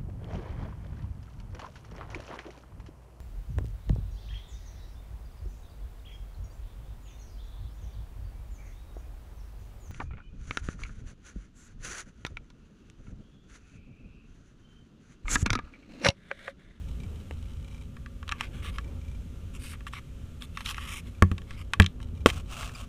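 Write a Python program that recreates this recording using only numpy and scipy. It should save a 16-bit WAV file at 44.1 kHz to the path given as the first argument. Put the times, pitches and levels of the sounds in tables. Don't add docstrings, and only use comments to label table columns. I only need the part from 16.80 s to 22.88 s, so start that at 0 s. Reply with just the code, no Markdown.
import sys
import numpy as np
from scipy import signal
from scipy.fft import rfft, irfft, next_fast_len
from scipy.io import wavfile
from scipy.ndimage import map_coordinates

SR = 44100
rng = np.random.default_rng(int(sys.argv[2]) if len(sys.argv) > 2 else 0)


def pcm_store(signal):
    levels = np.round(np.clip(np.atleast_2d(signal), -1, 1) * 32767)
    wavfile.write(sys.argv[1], SR, levels.astype(np.int16).T)


N = 268128
TIME_S = np.arange(N) / SR

# start_s, end_s, level_db (before a shared trim), brightness_db
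STROKES = [(1.467, 1.595, -56, -12.5), (1.578, 1.685, -46.5, -4.5), (1.711, 1.832, -54, -1.5),
           (1.818, 1.911, -43, -2.5), (1.914, 2.012, -54, -0.5), (2.734, 2.779, -49, 3.5),
           (2.788, 2.956, -49.5, 8), (2.916, 2.962, -51.5, -10.5), (3.065, 3.09, -46, 0),
           (3.125, 3.166, -45, -1.5), (3.151, 3.198, -45, -6.5), (3.605, 3.659, -48.5, 2.5),
           (3.731, 3.88, -52, 0.5), (3.844, 3.93, -36, 1), (3.913, 4.173, -45, -1.5),
           (4.073, 4.21, -40.5, 3.5), (4.245, 4.306, -57.5, 1), (4.665, 4.776, -55.5, -3),
           (4.765, 4.832, -49.5, -1.5), (5.48, 5.507, -36, -7)]
# start_s, level_db, hardness (0 soft pad to 1 thin hard edge)
CLICKS = [(1.167, -52.5, 0.3), (1.261, -46.5, 0.1), (1.429, -46, 0), (1.479, -46.5, 0.78),
          (1.492, -37, 0.65), (1.515, -40, .55), (1.521, -30.5, 0.53), (1.609, -31.5, 0.67),
          (1.984, -36, 0.17), (2.845, -56, 0.12), (3.007, -54, 0.3), (3.068, -39.5, 0), (3.135, -40, .05),
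          (3.622, -43.5, .9), (3.773, -36.5, 0.42), (3.807, -43, 0.5), (3.814, -49, .4), (3.86, -36.5, 1),
          (3.945, -43.5, 0.77), (3.981, -36.5, 0), (4.515, -41, 0.38), (4.581, -45.5, 0.76),
          (4.618, -55, 0.7), (4.708, -46.5, 0.5), (4.935, -27, 0.62), (5.021, -32, 1), (5.029, -40, 0.66),
          (5.043, -38.5, .75), (5.062, -32, 0.96), (5.202, -53.5, 0.3), (5.501, -34.5, 1), (5.489, -44, .6),
          (5.83, -42.5, 0.4), (5.893, -51, 0.5)]
# start_s, impact_db, weight_db, favoured_hz, deadness (0 rebounds to 1 stays pressed on)
KNOCKS = [(0.51, -29.5, -31.5, 490, 1), (4.4231, -5, -8, 1295, 0.09), (4.515, -36, -22.5, 490, 0.02),
          (4.9994, 0, -5.5, 1855, 0.12), (5.46, 4, -2, 677, 0.8)]
# start_s, end_s, level_db
RUSTLES = [(0, 1.1, -69), (5.459, 5.474, -28.5), (5.465, 5.515, -36.5), (5.48, 5.625, -47),
           (5.675, 5.925, -42.5), (5.915, 6.06, -47.5)]
# start_s, end_s, level_db
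SETTLING = [(0, 1.1, -66), (4.55, 5.0, -69.5), (5.19, 5.29, -60), (5.35, 5.7, -65)]
# start_s, end_s, level_db (before a shared trim)
FOCUS_RUNS = [(0.082, .1, -57), (0.201, .25, -55), (0.656, .675, -59), (0.845, 1.03, -58),
              (2.01, 2.09, -56), (2.214, 2.37, -57), (4.349, 4.4, -63), (5.372, 5.41, -59)]
# start_s, end_s, level_db
HANDLING = [(.1, .5, -59), (1.5, 2.1, -58), (2.04, 2.2, -54.5), (4, 6.08, -61)]

# pitch_hz, level_db, t60_s (before length scaling)
SHELL_MODES = [(476, -3, 0.021), (598, 4, 0.013), (866, -8.5, 0.031), (1136, -3, 0.053), (1206, -3, 0.028),
               (1367, -6, 0.025), (1637, -7, 0.035), (1730, -8.5, 0.039), (1788, -3, 0.015),
               (1920, -9, 0.036), (2344, -3, 0.024), (2633, -1, 0.021), (2980, -8, 0.012),
               (3170, -5.5, 0.031), (3900, -41, 0.011), (5210, -7.5, 0.016), (5500, -7, 0.015)]
# pitch_hz, level_db, t60_share (of THUD_T60_S)
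THUD_MODES = [(89.5, 6.5, 0.84), (152, -10, 1), (191, -3.5, 0.92), (350, -16, 0.7)]
# pitch_hz, level_db
HUM_PARTIALS = [(242, -61), (545, -69), (1195, -76), (1365, -78)]

# frequency_hz, density_db (per Hz)
SCUFF_SPECTRUM = [(700, -17), (930, -31), (1150, -20.5), (1450, -24.5), (2200, 4), (3500, 0), (4400, -8.5),
                  (5700, -5.5), (7000, -6.5), (8500, -3.5), (10500, -7.5), (12500, -11.5), (15500, -20.5)]
PAPER_SPECTRUM = [(260, -44), (450, -14.5), (712, -8.5), (958, -16), (1050, -6.5), (1290, -5), (1890, -20),
                  (2700, -8), (4270, -20), (6010, -19), (9090, -21), (11000, -31), (15500, -31)]
SNAP_SPECTRUM = [(500, -31), (900, 6.5), (1200, -5), (1700, -2.5), (3100, 0), (4000, -1.5), (4600, -13.5),
                 (5600, -3.5), (8300, -11), (10000, -15.5), (15000, -32)]
SMACK_SPECTRUM = [(50, -35), (160, -5.5), (300, 4.5), (480, -0.5), (700, -8), (1200, -11), (4000, -36.5)]
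CRACK_SPECTRUM = [(400, -20), (1000, 4), (1900, 6), (3000, 1), (4500, -13.5), (8500, -16), (11000, -22),
                  (15000, -35)]
RUMBLE_SPECTRUM = [(15, -6), (35, -7.5), (55, 4), (67, -2.5), (80, 2), (115, -8.5), (160, -11.5),
                   (205, -16.5), (245, -14.5), (295, -25), (450, -27.5), (620, -39), (800, -74),
                   (1300, -68.5)]
HISS_SPECTRUM = [(380, -2), (650, 0.5), (804, -3), (930, -2.5), (1020, -4), (1350, -0.5), (1960, -6),
                 (2450, -2.5), (3200, -3), (4700, -12.5), (6540, -9.5), (14300, -19.5), (15500, -22.5)]

# time_s, level_db (before a shared trim)
RUMBLE_LEVEL = [(0.0, -39), (0.22, -38), (1.29, -45), (1.86, -39), (3.06, -43), (4.94, -42.5), (5.55, -38),
                (6.08, -42.5)]
# time_s, level_db
HISS_LEVEL = [(0, -60), (1.2, -64), (2.1, -61.5), (4.4, -62), (5.2, -66.5), (6.08, -62)]
BAND_EDGES_HZ = [930, 1900, 4500]
TOP_HZ = 15500

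CLICK_MID_DB, CLICK_TREBLE_DB, HARD_MID_DB = -9, -12.5, 11
SOFT_LOSS_DB, THIN_LOSS_DB = 9.5, 22

CRACK_DB, PUSH_DB, SMACK_DB, THUD_DB = -4, -13.5, -10.5, -1.5
SPREAD_OCT, RING_LENGTH, THUD_T60_S = 0.45, 0.87, 0.2
DEAD_DAMPING, DEAD_THUD_DB, DEAD_PUSH_DB = 0.53, -28.5, 16.5

RUB_LOW_DB, RUB_TREBLE_DB, RUB_THINNING = -3, -7, 0.6

LENS_STEP_S = 1 / 30
SHRED_T60_S = 0.016
HUM_WAVER_DB = 1.3
CLUMP_DB = 1.5


def amp(db):
    return 10 ** (np.asarray(db) / 20)


def unit(x):
    return x / np.sqrt(np.mean(x ** 2) + 1e-20)


def curve(rows, axis=1):
    rows = np.asarray(rows)
    return np.interp(TIME_S, rows[:, 0], rows[:, axis])


def wobble(rate_hz):
    knots = rng.standard_normal(int(N * rate_hz / SR) + 4)
    return map_coordinates(knots, [TIME_S * rate_hz])


def colour(x, spectrum):
    f_hz, db = np.transpose(spectrum)
    size = next_fast_len(len(x) + 8192)
    hz = np.fft.rfftfreq(size, 1 / SR)
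    gain = amp(np.interp(np.log(hz + 1), np.log(f_hz), db))
    return unit(irfft(rfft(x, size) * gain, size)[:len(x)])


def bands(x):
    size = next_fast_len(len(x) + 2048)
    hz = np.fft.rfftfreq(size, 1 / SR)
    low, middle, treble = (1 - 1 / (1 + (hz / edge_hz) ** 8) for edge_hz in BAND_EDGES_HZ)
    gains = np.array([low - middle, middle - treble, treble])
    return irfft(rfft(x, size) * gains, size)[:, :len(x)]


def add(out, start_s, x):
    part = out[max(round(start_s * SR), 0):][:len(x)]
    part += x[:len(part)]


def slips(size, rate_hz, scatter_db):
    fires = rng.random(size) < rate_hz / SR
    signs = rng.choice([-1, 1], size)
    return fires * signs * amp(scatter_db * rng.standard_normal(size))


def burst(t, spectrum, t60_s):
    return colour(rng.standard_normal(len(t)), spectrum) * amp(-60 * t / t60_s)


def swell(size, shape=0.7):
    return np.abs(np.sin(np.linspace(0, np.pi, size))) ** shape


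def movements(rows, shape):
    out = np.zeros(N)
    for start_s, end_s, db in rows:
        size = max(round((end_s - start_s) * SR), 2)
        add(out, start_s, amp(db) * swell(size, shape))
    return out


def shell_ring(t, weights, length, scatter_db, detune):
    hz, db, t60_s = np.transpose(SHELL_MODES)[:, :, None]
    size, shift = rng.standard_normal((2, len(SHELL_MODES), 1))
    decay = amp(db + scatter_db * size - 60 * t / (t60_s * length))
    return weights @ (decay * np.sin(2 * np.pi * hz * (1 + detune * shift) * t))


def background():
    rumble_gain = amp(curve(RUMBLE_LEVEL) + 2.5 + 0.85 * wobble(5.05))
    rumble = rumble_gain * colour(rng.standard_normal(N), RUMBLE_SPECTRUM)
    hiss_gain = amp(curve(HISS_LEVEL) + 0.34 * wobble(15))
    hiss = hiss_gain * colour(rng.standard_normal(N), HISS_SPECTRUM)
    hum = np.zeros(N)
    for hz, db in HUM_PARTIALS:
        gain = amp(db + HUM_WAVER_DB * wobble(2.8))
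        hum += gain * unit(np.sin(2 * np.pi * hz * TIME_S + 0.42 * wobble(4.62)))
    return rumble + hiss + hum


def bedding():
    snaps = colour(slips(N, rate_hz=3500, scatter_db=5), PAPER_SPECTRUM)
    rustle = movements(RUSTLES, shape=0.71) * amp(CLUMP_DB * wobble(90)) * snaps
    t = np.arange(SR // 40) / SR
    tick = rng.standard_normal(len(t)) * amp(-60 * t / SHRED_T60_S)
    ticks = signal.fftconvolve(slips(N, rate_hz=60, scatter_db=4), tick)[:N]
    return rustle + movements(SETTLING, shape=0.25) * colour(ticks, SNAP_SPECTRUM)


def lens():
    out, t = np.zeros(N), np.arange(SR // 20) / SR
    attack = 1 - np.exp(-t / 0.00079)
    for start_s, end_s, db in FOCUS_RUNS:
        for step_s in np.arange(start_s, end_s, LENS_STEP_S):
            ring_hz = 2350 * (1 + 0.006 * rng.standard_normal())
            ring = np.sin(2 * np.pi * ring_hz * t) * amp(-60 * t / 0.052)
            tick = (ring + amp(-1.5) * burst(t, SNAP_SPECTRUM, t60_s=0.034)) * attack
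            add(out, step_s, amp(db + 5.5 + 2 * rng.standard_normal()) * tick)
    return out


def handling():
    drag = colour(rng.standard_normal(N), SMACK_SPECTRUM)
    return movements(HANDLING, shape=0.64) * amp(1.5 * wobble(30)) * drag


def knocks():
    out, t = np.zeros(N), np.arange(SR // 3) / SR
    u = t / 0.0012
    attack = 1 - np.exp(-t / 0.00032)
    mode_hz = np.array(SHELL_MODES)[:, 0]
    for start_s, impact_db, weight_db, favoured_hz, deadness in KNOCKS:
        dead = np.clip(deadness, 0, 1)
        damping = 1 + DEAD_DAMPING * dead
        distance_oct = np.log2(mode_hz / favoured_hz)
        favour = 1 / (1 + (distance_oct / (SPREAD_OCT * damping)) ** 2)
        ring = amp(-4) * shell_ring(t, favour, RING_LENGTH / damping, scatter_db=0.5, detune=0.003)
        crack = amp(CRACK_DB) * burst(t, CRACK_SPECTRUM, t60_s=0.01)
        push = amp(PUSH_DB + DEAD_PUSH_DB * dead) * (1 - u) * np.exp(-u)
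        smack = amp(SMACK_DB) * burst(t, SMACK_SPECTRUM, t60_s=0.046)
        sway = np.zeros(len(t))
        for hz, db, t60_share in THUD_MODES:
            decay = amp(db - 60 * t * damping / (THUD_T60_S * t60_share))
            sway += decay * np.sin(2 * np.pi * hz * t)
        thud = amp(THUD_DB + DEAD_THUD_DB * dead) * sway
        impact = amp(impact_db) * (ring + crack + push)
        weight = amp(weight_db) * (smack + thud)
        add(out, start_s, (impact + weight) * attack)
    return out


def clicks():
    out, t = np.zeros(N), np.arange(SR // 10) / SR
    span = SR // 100
    attack = 1 - np.exp(-t / 0.000085)
    reach = 1 / (1 + (1000 / np.array(SHELL_MODES)[:, 0]) ** 8)
    for start_s, db, hardness in CLICKS:
        hard = np.clip(hardness, 0, 1)
        low_db = -THIN_LOSS_DB * hard ** 6
        mid_db = CLICK_MID_DB + HARD_MID_DB * hard
        treble_db = CLICK_TREBLE_DB - SOFT_LOSS_DB * (1 - hard) ** 2
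        weights = reach * rng.choice([-1, 1], len(SHELL_MODES))
        ring = shell_ring(t, weights, length=1, scatter_db=1.5, detune=0.008)
        grit = amp(2 + 9 * hard) * burst(t, SNAP_SPECTRUM, t60_s=0.015)
        parts = bands((ring + grit) * attack)
        parts /= np.sqrt(np.mean(parts[:, :span] ** 2, axis=1, keepdims=True))
        add(out, start_s, amp(db) * amp([low_db, mid_db, treble_db]) @ parts)
    return out


def rubbing():
    out, t = np.zeros(N), np.arange(SR // 20) / SR
    for start_s, end_s, db, bright_db in STROKES:
        size = max(round((end_s - start_s) * SR), 512)
        grip = slips(size, rate_hz=4000, scatter_db=5)
        spot = rng.standard_normal(len(t)) * amp(-60 * t / 0.0075)
        spot *= 0.6 / np.linalg.norm(spot)
        spot[0] = 1
        hiss = colour(signal.fftconvolve(grip, spot)[:size], SCUFF_SPECTRUM)
        signs = rng.choice([-1, 1], len(SHELL_MODES))
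        response = shell_ring(t, signs, length=0.4, scatter_db=2, detune=0.015)
        ring = unit(signal.fftconvolve(grip, response)[:size])
        parts = np.array([unit(part) for part in bands(hiss + ring / 2)])
        balance_db = [RUB_LOW_DB - RUB_THINNING * bright_db, 0, RUB_TREBLE_DB + bright_db]
        add(out, start_s, amp(db) * (amp(balance_db) @ parts) * swell(size))
    return amp(-3.0 + 1.3 * wobble(110)) * out


def squeak(start_s=5.947, length_s=0.015, low_hz=2370, bend=0.145, level_db=-47):
    out, u = np.zeros(N), np.linspace(-1, 1, round(length_s * SR))
    phase = 2 * np.pi * np.cumsum(low_hz * (1 + bend * u ** 2)) / SR
    harmonics_db = [-2, -1.5, -9, -13]
    tone = sum(amp(db) * np.sin(k * phase) for k, db in enumerate(harmonics_db, start=1))
    add(out, start_s, amp(level_db) * unit(tone * (1 - u ** 2)))
    return out


def cage(x, t60_s=0.13, wet_db=-21):
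    t = np.arange(SR // 4) / SR
    tail = rng.standard_normal(len(t)) * amp(-60 * t / t60_s)
    return x + amp(wet_db) * signal.fftconvolve(x, tail / np.linalg.norm(tail))[:N]


def scene():
    contacts = bedding() + knocks() + clicks() + rubbing() + squeak()
    camera = lens() + handling()
    return (cage(contacts) + camera + background())[None]


def record(dry):
    size = next_fast_len(N + 8192)
    hz = np.fft.rfftfreq(size, 1 / SR)
    clipped = np.clip(dry, -1, 1)
    return irfft(rfft(clipped, size) * (hz < TOP_HZ), size)[:, :N]


dry = scene()
out = record(dry)
pcm_store(out)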